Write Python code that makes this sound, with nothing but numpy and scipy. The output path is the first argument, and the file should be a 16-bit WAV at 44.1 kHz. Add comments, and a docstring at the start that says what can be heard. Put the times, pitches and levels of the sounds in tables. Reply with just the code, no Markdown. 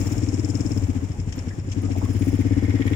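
"""An open farm yard in stereo: a single-cylinder quad bike close to the microphone, exhaust to the left,
more quads idling across the yard. Each cycle rings pipe and silencer box, then a tappet ticks; chain and
covers rattle in step. After a second the engine sags to separate chugs; faint squeaks and two brief
scuffs pass. Near 1.8 s it is throttled up again with hollow knocks and high metallic chinks, and at
the end a loose panel buzzes and slaps its mount."""
import sys
import numpy as np
from scipy import signal
from scipy.fft import rfft, irfft
from scipy.io import wavfile
from scipy.ndimage import uniform_filter1d

SR = 44100
rng = np.random.default_rng(int(sys.argv[2]) if len(sys.argv) > 2 else 0)


def inscribe(sig):
    """Save sig as 16-bit PCM at rate SR to the path in sys.argv[1].

    A 1-D sig is mono; a 2-D sig holds one channel per row.
    Samples are clipped to [-1, 1] before scaling.
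    """
    pcm = np.round(np.clip(np.atleast_2d(sig).T, -1, 1) * 32767)
    wavfile.write(sys.argv[1], SR, pcm.astype(np.int16))


N = 130095
TIME = np.arange(N) / SR
RING_SPREAD = .016  # pitch scatter between strokes, as a share of the pitch


def from_db(db):
    """Decibels to gain."""
    return 10 ** (np.asarray(db) / 20)


def rms_one(x):
    """Scale to rms 1."""
    return x / np.sqrt(np.mean(x ** 2) + 1e-20)


def in_time(rows):
    """Each column of a curve at every sample."""
    s, *columns = np.transpose(rows)
    return [np.interp(TIME, s, c) for c in columns]


def at_hz(points, hz):
    """Read a spectrum on a log-frequency axis."""
    f, value = np.transpose(points)
    return np.interp(np.log(hz + 1), np.log(f), value)


def pan(db):
    """Left and right gains with mean 1; positive dB is to the left of the microphone."""
    gains = from_db(np.array([[db], [-db]]) / 2)
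    return gains / gains.mean()


def noise(colour):
    """Coloured stereo noise, alike in the bass and unrelated in the treble; its middle has rms 1."""
    # Likeness of left and right. Each row: frequency in Hz, correlation.
    likeness = [(60, 0.64), (290, 1), (640, 0.31), (1400, -0.22), (3000, 0), (15000, -0.027)]
    hz = np.arange(N // 2 + 1) * SR / N
    mid, side = rfft(rng.standard_normal((2, N)))
    alike = np.clip(at_hz(likeness, hz), -1, 1)
    white = np.sqrt(1 + alike) * mid + np.sqrt(1 - alike) * side * [[1], [-1]]
    x = irfft(from_db(at_hz(colour, hz)) * white, N)
    return x / x.mean(0).std()


def flutter(rate_hz, depth_db):
    """A random gain with power 1."""
    r = np.exp(-2 * np.pi * rate_hz / SR)
    slow = signal.lfilter([1], [1, -2 * r, r * r], rng.standard_normal(N + SR))[SR:]
    return rms_one(from_db(depth_db * rms_one(slow)))


def surges(starts, delay_s, width_s, bed_db, spread_db):
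    """A swell once a cycle above a steady bed; power 1."""
    hits = np.zeros(N + SR)
    hits[((starts + delay_s) * SR).astype(int)] = from_db(rng.normal(0, spread_db, len(starts)))
    bell = np.exp(-.5 * (np.arange(-SR // 20, SR // 20 + 1) / SR / width_s) ** 2)
    return rms_one(from_db(bed_db) + signal.fftconvolve(hits, bell, "same")[:N])


def resonate(force, modes):
    """Rough stereo force through narrow resonances, each with its own level and direction."""
    out = 0
    for hz, width_hz, db, side_db in modes:
        r, w = np.exp(-np.pi * width_hz / SR), 2 * np.pi * hz / SR
        ringing = signal.lfilter([0, np.sin(w)], [1, -2 * r * np.cos(w), r * r], force)
        out = out + from_db(db) * pan(side_db) * rms_one(ringing)
    return out


def envelope(t, attack, release_at, t60):
    """A straight rise, a hold and an exponential decay; times in seconds."""
    return np.clip(t / attack, 0, 1) * np.exp(-np.log(1000) * np.maximum(t - max(attack, release_at), 0) / t60)


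def burst(hz, attack, release_at, t60):
    """One mode builds up and dies."""
    t = np.arange(SR // 5) / SR
    return envelope(t, attack, release_at, t60) * np.sin(2 * np.pi * hz * t)


def add(out, s, wave):
    """Mix a wave in at time s."""
    i = int(np.clip(s * SR, 0, N))
    out[i:i + len(wave)] += wave[:N - i]


def firings():
    """Start and length of every engine cycle, in seconds."""
    # Engine speed. Each row: time in seconds, firings per second.
    speed_curve = [(0.0, 18.187), (0.14, 17.934), (0.26, 18.901), (0.55, 18.724), (0.7, 17.784),
                   (0.9, 15.025), (1.12, 12.36), (1.32, 10.076), (1.45, 10.068), (1.55, 8.981),
                   (1.66, 9.959), (1.79, 13.886), (1.9, 15.659), (2.1, 16.591), (2.38, 16.616),
                   (2.55, 17.253), (2.95, 17.651)]
    speed, = in_time(speed_curve)
    cycles = np.cumsum(speed) / SR
    starts = np.interp(np.arange(int(cycles[-1]) + 1), cycles, TIME)
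    return starts, 1 / np.interp(starts, TIME, speed)


def distant_quads():
    """Quads idling across the yard reach the microphone as a low drone."""
    # Each row: time in seconds, level in dB.
    level = [(0, -32), (.8, -31), (1.15, -35), (1.65, -34.5), (2.0, -32), (2.95, -33)]
    # Each row: frequency in Hz, spectral level in dB.
    colour = [(20, -45), (35, 1), (60, 0), (90, 4.5), (140, -6.5), (230, -5), (450, -19), (1000, -33),
              (2500, -36.5), (4500, -51.5), (14000, -63)]
    drone_db, = in_time(level)
    return from_db(drone_db) * noise(colour) * flutter(rate_hz=20, depth_db=.9) * pan(db=3)


def gas_ring(starts, lengths, modes, level_db):
    """Each gas pulse builds the modes up, holds them while the valve is open and lets them die."""
    # The gas sets the ring pitch, and its pulses are soft off the throttle.
    # Each row: time in seconds, pitch ratio, extra attack in seconds.
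    gas = [(0, 1.0, .001), (.25, 1.04, .003), (.72, 1.05, .003), (.85, .95, .004), (1.75, .98, .002),
           (1.85, .98, .0003), (2.95, 1.0, .0003)]
    tuning, softness = in_time(gas)
    out = np.zeros(N)
    for hz, db, delay, attack, hold_share, t60, spread_db in modes:
        for s, cycle in zip(starts, lengths):
            i = int(s * SR)
            size, detune = rng.standard_normal(2).clip(-1.5, 1.5)
            pitch = hz * tuning[i] * (1 + RING_SPREAD * detune)
            wave = burst(pitch, attack + softness[i], hold_share * cycle, t60)
            add(out, s + delay, from_db(level_db[i] + db + spread_db * size) * wave)
    return out


def exhaust(starts, lengths):
    """Pipe note, box boom and slow chugs, rounded by the silencer; running pulses add a turbulent puff."""
    # Strength of the gas pulses. Each row: time in seconds, box boom in dB, pipe note in dB.
    load = [(0, -22.5, -26), (0.3, -24, -24), (0.7, -24.5, -26), (0.84, -23.5, -26), (1.03, -25, -28.5),
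            (1.77, -23.5, -27), (1.85, -23, -24), (1.92, -24, -27), (2.1, -21.5, -24.5), (2.35, -19.5, -23),
            (2.6, -21.5, -21.5), (2.95, -21.5, -21.3)]
    # Modes of box and pipe. Each row: frequency in Hz, gain in dB, delay and attack in seconds,
    # release point as a share of the cycle, t60 in seconds, spread between strokes in dB.
    box_modes = [(99, 5.3, .002, .007, .38, .115, .7), (164, -13, .001, .002, .4, .07, 2),
                 (66, -11, .001, .006, .3, .08, 3)]
    pipe_modes = [(279, 4, .0001, .0006, .33, .03, .7), (222, -9, .0001, .001, .3, .06, 2),
                  (340, -11, .00015, .0009, .16, .07, 2), (450, -13, .0001, .0006, .3, .05, 2)]
    stall_from_s, stall_to_s = 1.07, 1.73  # nearly stalling, the engine only chugs
    silencer_hz, right_lag_s = 580, .00038  # the exhaust is on the left
    box_db, pipe_db = in_time(load)
    running = (starts < stall_from_s) | (starts > stall_to_s)
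    cycles = lengths[running]
    lead = .2 * (cycles - cycles.min())  # in a longer cycle the pulse comes earlier
    pulses = np.maximum(starts[running] - lead, 0)
    pipe = gas_ring(pulses, cycles, pipe_modes, pipe_db) * pan(db=10.5)
    box = gas_ring(pulses, cycles, box_modes, box_db) * pan(db=6.5)
    silencer = signal.butter(3, silencer_hz, fs=SR, output="sos")
    tones = signal.sosfilt(silencer, pipe - box + chugs() * pan(db=3.5))
    swell = surges(pulses, delay_s=.013, width_s=.011, bed_db=-9, spread_db=1.2)
    # Each row: frequency in Hz, spectral level in dB.
    puff_colour = [(40, -12), (115, -4), (170, -7.5), (260, 3), (400, -10), (600, -34.5), (1200, -37),
                   (3000, -79)]
    puff = from_db((pipe_db + box_db) / 2 - 12) * noise(puff_colour) * swell
    left, right = tones + puff * pan(db=7)
    return np.array([left, np.interp(TIME - right_lag_s, TIME, right)])


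def machinery(starts, lengths):
    """Casing, covers, chain and tappet clatter, each at its own point in the cycle."""
    # Each row: time in seconds, then relative levels of casing, covers, chain and tappet in dB.
    levels = [(0, -44, -48, -47, -45), (.4, -47.5, -51, -50, -44.5), (.7, -46.5, -53, -48.5, -40.5),
              (.86, -46.5, -53.5, -54, -53), (1.12, -51, -54, -56.5, -56), (1.2, -53, -54.5, -57, -52),
              (1.3, -52, -54, -58, -59), (1.39, -47, -51, -54, -47), (1.48, -49, -53, -56, -55),
              (1.62, -54.5, -56, -59.5, -56), (1.85, -49.5, -52.5, -53.5, -52.5),
              (2.3, -48, -50, -55.5, -63), (2.6, -47.5, -52, -56, -56), (2.95, -46, -52, -57, -58)]
    # Each row: frequency in Hz, spectral level in dB.
    casing_colour = [(250, -3), (500, 1), (800, -1.5), (1300, -7.5), (2000, -12), (4000, -24), (12000, -33)]
    cover_colour = [(1000, -16.5), (1650, -0.5), (1950, 0.5), (2300, 3.5), (2650, 0), (3300, -4),
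                    (4000, -10.5), (6000, -7), (15000, -46)]
    chain_colour = [(3000, -37), (4600, -18), (5200, 0.5), (5900, -0.5), (6300, -3.5), (7000, 5.5),
                    (7900, -2.5), (9000, -14), (10500, -16), (12500, -27), (16000, -27)]
    casing_db, cover_db, chain_db, tappet_db = in_time(levels)
    casing = from_db(casing_db + 1) * noise(casing_colour) * flutter(rate_hz=130, depth_db=1.96)
    casing *= surges(starts, delay_s=.0091, width_s=.0087, bed_db=18, spread_db=4)
    cover = from_db(cover_db - 2) * noise(cover_colour) * flutter(rate_hz=170, depth_db=2.5)
    cover *= surges(starts, delay_s=.014, width_s=.012, bed_db=-5.5, spread_db=0)
    chain = from_db(chain_db) * noise(chain_colour) * flutter(rate_hz=130, depth_db=2)
    chain *= surges(starts, delay_s=.016, width_s=.0094, bed_db=6.5, spread_db=2.5)
    clatter = casing * pan(db=2.5) + cover * pan(db=2) + chain * pan(db=7)
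    return clatter + tappet(starts, lengths, tappet_db)


def tappet(starts, lengths, level_db):
    """Well to the left, a sharp contact each cycle rings the valve cover, never quite alike."""
    # Valve cover modes. Each row: frequency in Hz, relative level in dB, t60 in seconds.
    modes = [(5340, 4, 0.021), (5420, -7, .05), (6660, -6, 0.017), (7200, -6, .025)]
    lag_s, lag_share, spread_db = .0095, .085, 1.2
    t, out = np.arange(SR // 20) / SR, np.zeros((2, N + SR))
    for s in starts + lag_s + lag_share * lengths:
        i = int(s * SR)
        for hz, db, t60 in modes:
            size, detune = rng.standard_normal(2)
            phases = rng.standard_normal((2, 1))
            shape = np.minimum(t / .0007, 1) * np.exp(-np.log(1000) * t / t60)
            wave = np.sin(2 * np.pi * hz * (1 + .006 * detune) * t + phases)
            out[:, i:i + len(t)] += from_db(db + spread_db * size) * shape * wave
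    return rms_one(out[:, :N]) * from_db(level_db - 5.5) * pan(db=15.5)


def ringing_metal(starts):
    """Fins and a loose panel are shaken once a cycle; the chain whines without a pulse."""
    # Resonances. Each row: frequency and width in Hz, gain in dB, left over right in dB.
    fin_modes = [(9780, 400, 2, 4), (13850, 250, -8, 31), (14700, 800, 2.5, 18)]
    panel_modes = [(1885, 50, -2.5, 3), (2180, 60, -3, -3), (2070, 60, -4.5, 5), (2390, 150, -11, 0),
                   (2880, 92, -14, -4), (3338, 60, -15, -5)]
    whine_modes = [(5110, 36, -0.5, -4), (5800, 40, -7, 10), (6840, 60, -4.5, 10)]
    # The panel grows louder as the revs rise. Each row: time in seconds, level in dB.
    fin_level = [(0, -58.5), (.15, -60), (.26, -84), (.8, -68), (1.1, -82), (1.75, -97), (2.0, -66.5),
                 (2.28, -60.5), (2.6, -77), (2.95, -66)]
    panel_level = [(0, -76), (1.8, -67), (2.3, -55), (2.65, -48), (2.8, -45.5), (2.95, -44.5)]
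    whine_level = [(0, -71), (1.1, -72), (1.8, -65.5), (2.1, -58), (2.33, -53.5), (2.42, -61), (2.95, -59)]
    fin_force, panel_force, chain_force = rng.standard_normal((3, 2, N))
    fin_force *= surges(starts, delay_s=.018, width_s=.005, bed_db=-3, spread_db=3)
    fin_force *= flutter(rate_hz=35, depth_db=2.5)
    panel_force *= surges(starts, delay_s=.024, width_s=.005, bed_db=-2, spread_db=1.5)
    fins = from_db(in_time(fin_level)) * resonate(fin_force, fin_modes)
    panel = from_db(in_time(panel_level)) * resonate(panel_force, panel_modes)
    whine = from_db(in_time(whine_level)) * resonate(chain_force, whine_modes)
    return fins + panel + whine


def chugs():
    """Near the stall each stroke is a deep boom with a dull knock, followed by a gulp."""
    # Each row: start, boom rise and boom t60 in seconds, boom in Hz and dB, knock in Hz and dB,
    # gulp in dB.
    strokes = [(1.088, .02, .045, 92, -16, 290, -33, -45), (1.18, .014, .16, 92, -17, 245, -29, -27),
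               (1.262, .014, .14, 95, -18, 232, -29, -50), (1.368, .012, .14, 92, -26, 272, -26.5, -25),
               (1.464, .016, .08, 88, -20, 238, -26, -30), (1.572, .015, .1, 90, -19, 285, -31, -25),
               (1.672, .014, .1, 92, -20, 280, -29, -24)]
    # Each row: pitch ratio, gain in dB.
    boom_partials = [(1, .5), (.68, -6), (1.72, -10)]
    knock_partials = [(1, .5), (1.25, -6), (1.9, -13)]
    gulp_delay_s = .034
    gulp = burst(hz=102, attack=.01, release_at=.018, t60=.09)
    out = np.zeros(N)
    for s, rise, t60, boom_hz, boom_db, knock_hz, knock_db, gulp_db in strokes:
        for ratio, db in boom_partials:
            add(out, s, from_db(boom_db + db) * burst(boom_hz * ratio, rise, 0, t60))
        for ratio, db in knock_partials:
            pitch = knock_hz * ratio * (1 + RING_SPREAD * rng.standard_normal())
            add(out, s, from_db(knock_db + db) * burst(pitch, attack=.007, release_at=.016, t60=.05))
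        add(out, s + gulp_delay_s, from_db(gulp_db) * gulp)
    return out


def squeaks():
    """Faint, unsteady tones, most of them rising."""
    # Each row: start and length in seconds, first and last pitch in Hz, relative level in dB,
    # left over right in dB.
    glides = [(1.138, .05, 848, 827, -54, 0), (1.359, 0.017, 13600, 13750, -55.5, 17),
              (1.822, .06, 1215, 1250, -55, -8), (1.98, .009, 14800, 15300, -52, 18),
              (2.011, 0.092, 1060, 1140, -54, 7)]
    out = 0
    for s, length, start_hz, end_hz, db, side_db in glides:
        progress = np.clip((TIME - s) / length, 0, 1)
        waver_hz = 22 * rms_one(uniform_filter1d(rng.standard_normal(N), size=200))
        pitch = start_hz + (end_hz - start_hz) * progress + waver_hz
        tone = np.sin(2 * np.pi * np.cumsum(pitch) / SR)
        shape = 2 * np.sin(np.pi * progress) * flutter(rate_hz=150, depth_db=3.5)
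        out = out + from_db(db) * shape * tone * pan(side_db)
    return out


def scuffs():
    """Two brief gritty rubs, left of centre."""
    # Each row: start, attack and t60 in seconds, level in dB.
    rubs = [(1.321, .007, .09, -42), (1.712, .011, .055, -36.5)]
    # Each row: frequency in Hz, spectral level in dB.
    colour = [(800, -16), (2200, 2), (3200, 1), (4200, -9), (5500, 4), (7200, 2), (9000, -18), (15000, -33)]
    level = sum(from_db(db) * envelope(TIME - s, attack, 0, t60) for s, attack, t60, db in rubs)
    return level * noise(colour) * flutter(rate_hz=270, depth_db=3) * pan(db=5)


def knocks():
    """Hollow knocks, most as the throttle opens: rough bursts, each in one broad resonance."""
    # Each row: start in seconds, centre and width in Hz, relative level in dB.
    hits = [(1.505, 1820, 250, -49), (1.886, 654, 130, -42), (1.95, 750, 200, -40), (2.013, 830, 400, -41)]
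    out = 0
    for s, hz, width, db in hits:
        shape = envelope(TIME - s, attack=.006, release_at=0, t60=.085)
        band = signal.butter(2, [hz - width / 2, hz + width / 2], "band", fs=SR, output="sos")
        hollow = rms_one(signal.sosfilt(band, rng.standard_normal((2, N))))
        out = out + from_db(db + 7.5) * shape * hollow
    return out


def chinks():
    """Small loose metal parts touch, each time with a slightly different high ring."""
    # Each row: start in seconds, level in dB.
    touches = [(1.82, -50), (2.049, -52), (2.131, -49), (2.194, -46), (2.243, -50), (2.256, -50),
               (2.287, -50), (2.32, -51), (2.352, -52), (2.41, -52), (2.548, -56), (2.871, -46),
               (2.901, -55)]
    # Each row: frequency in Hz, gain in dB, t60 in seconds.
    modes = [(9720, 1.5, .028), (13850, -8, .035)]
    out = np.zeros(N)
    for s, db in touches:
        for hz, mode_db, t60 in modes:
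            pitch = hz * (1 + .006 * rng.standard_normal())
            add(out, s, from_db(db + mode_db) * burst(pitch, attack=.002, release_at=.003, t60=t60))
    return out * pan(db=4)


def panel_slaps():
    """At high load the loose panel hits its mount in short, rough bursts."""
    # Each row: start in seconds, level in dB.
    slaps = [(2.704, -43), (2.804, -43), (2.819, -37.5), (2.862, -43), (2.876, -36), (2.931, -37.5)]
    # Each row: frequency in Hz, spectral level in dB.
    colour = [(1000, -28), (1750, -14), (1900, 5), (2200, 0), (2500, -13), (3300, -9), (4200, -21),
              (9000, -33), (15000, -50)]
    level = sum(from_db(db) * envelope(TIME - s, attack=.002, release_at=.004, t60=.045)
                for s, db in slaps)
    return level * noise(colour) * flutter(rate_hz=300, depth_db=2)


def scene():
    """The engine close to the microphone, over the drone from across the yard."""
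    starts, lengths = firings()
    yard = distant_quads()
    engine = exhaust(starts, lengths) + machinery(starts, lengths) + ringing_metal(starts)
    rattles = knocks() + chinks() + panel_slaps()
    return engine + rattles + scuffs() + squeaks() + yard


def record(dry):
    """The top of the microphone signal is cut steeply."""
    cutoff_hz = 15700
    return signal.sosfilt(signal.ellip(10, .2, 80, cutoff_hz, fs=SR, output="sos"), dry)


dry = scene()
out = record(dry)
inscribe(out)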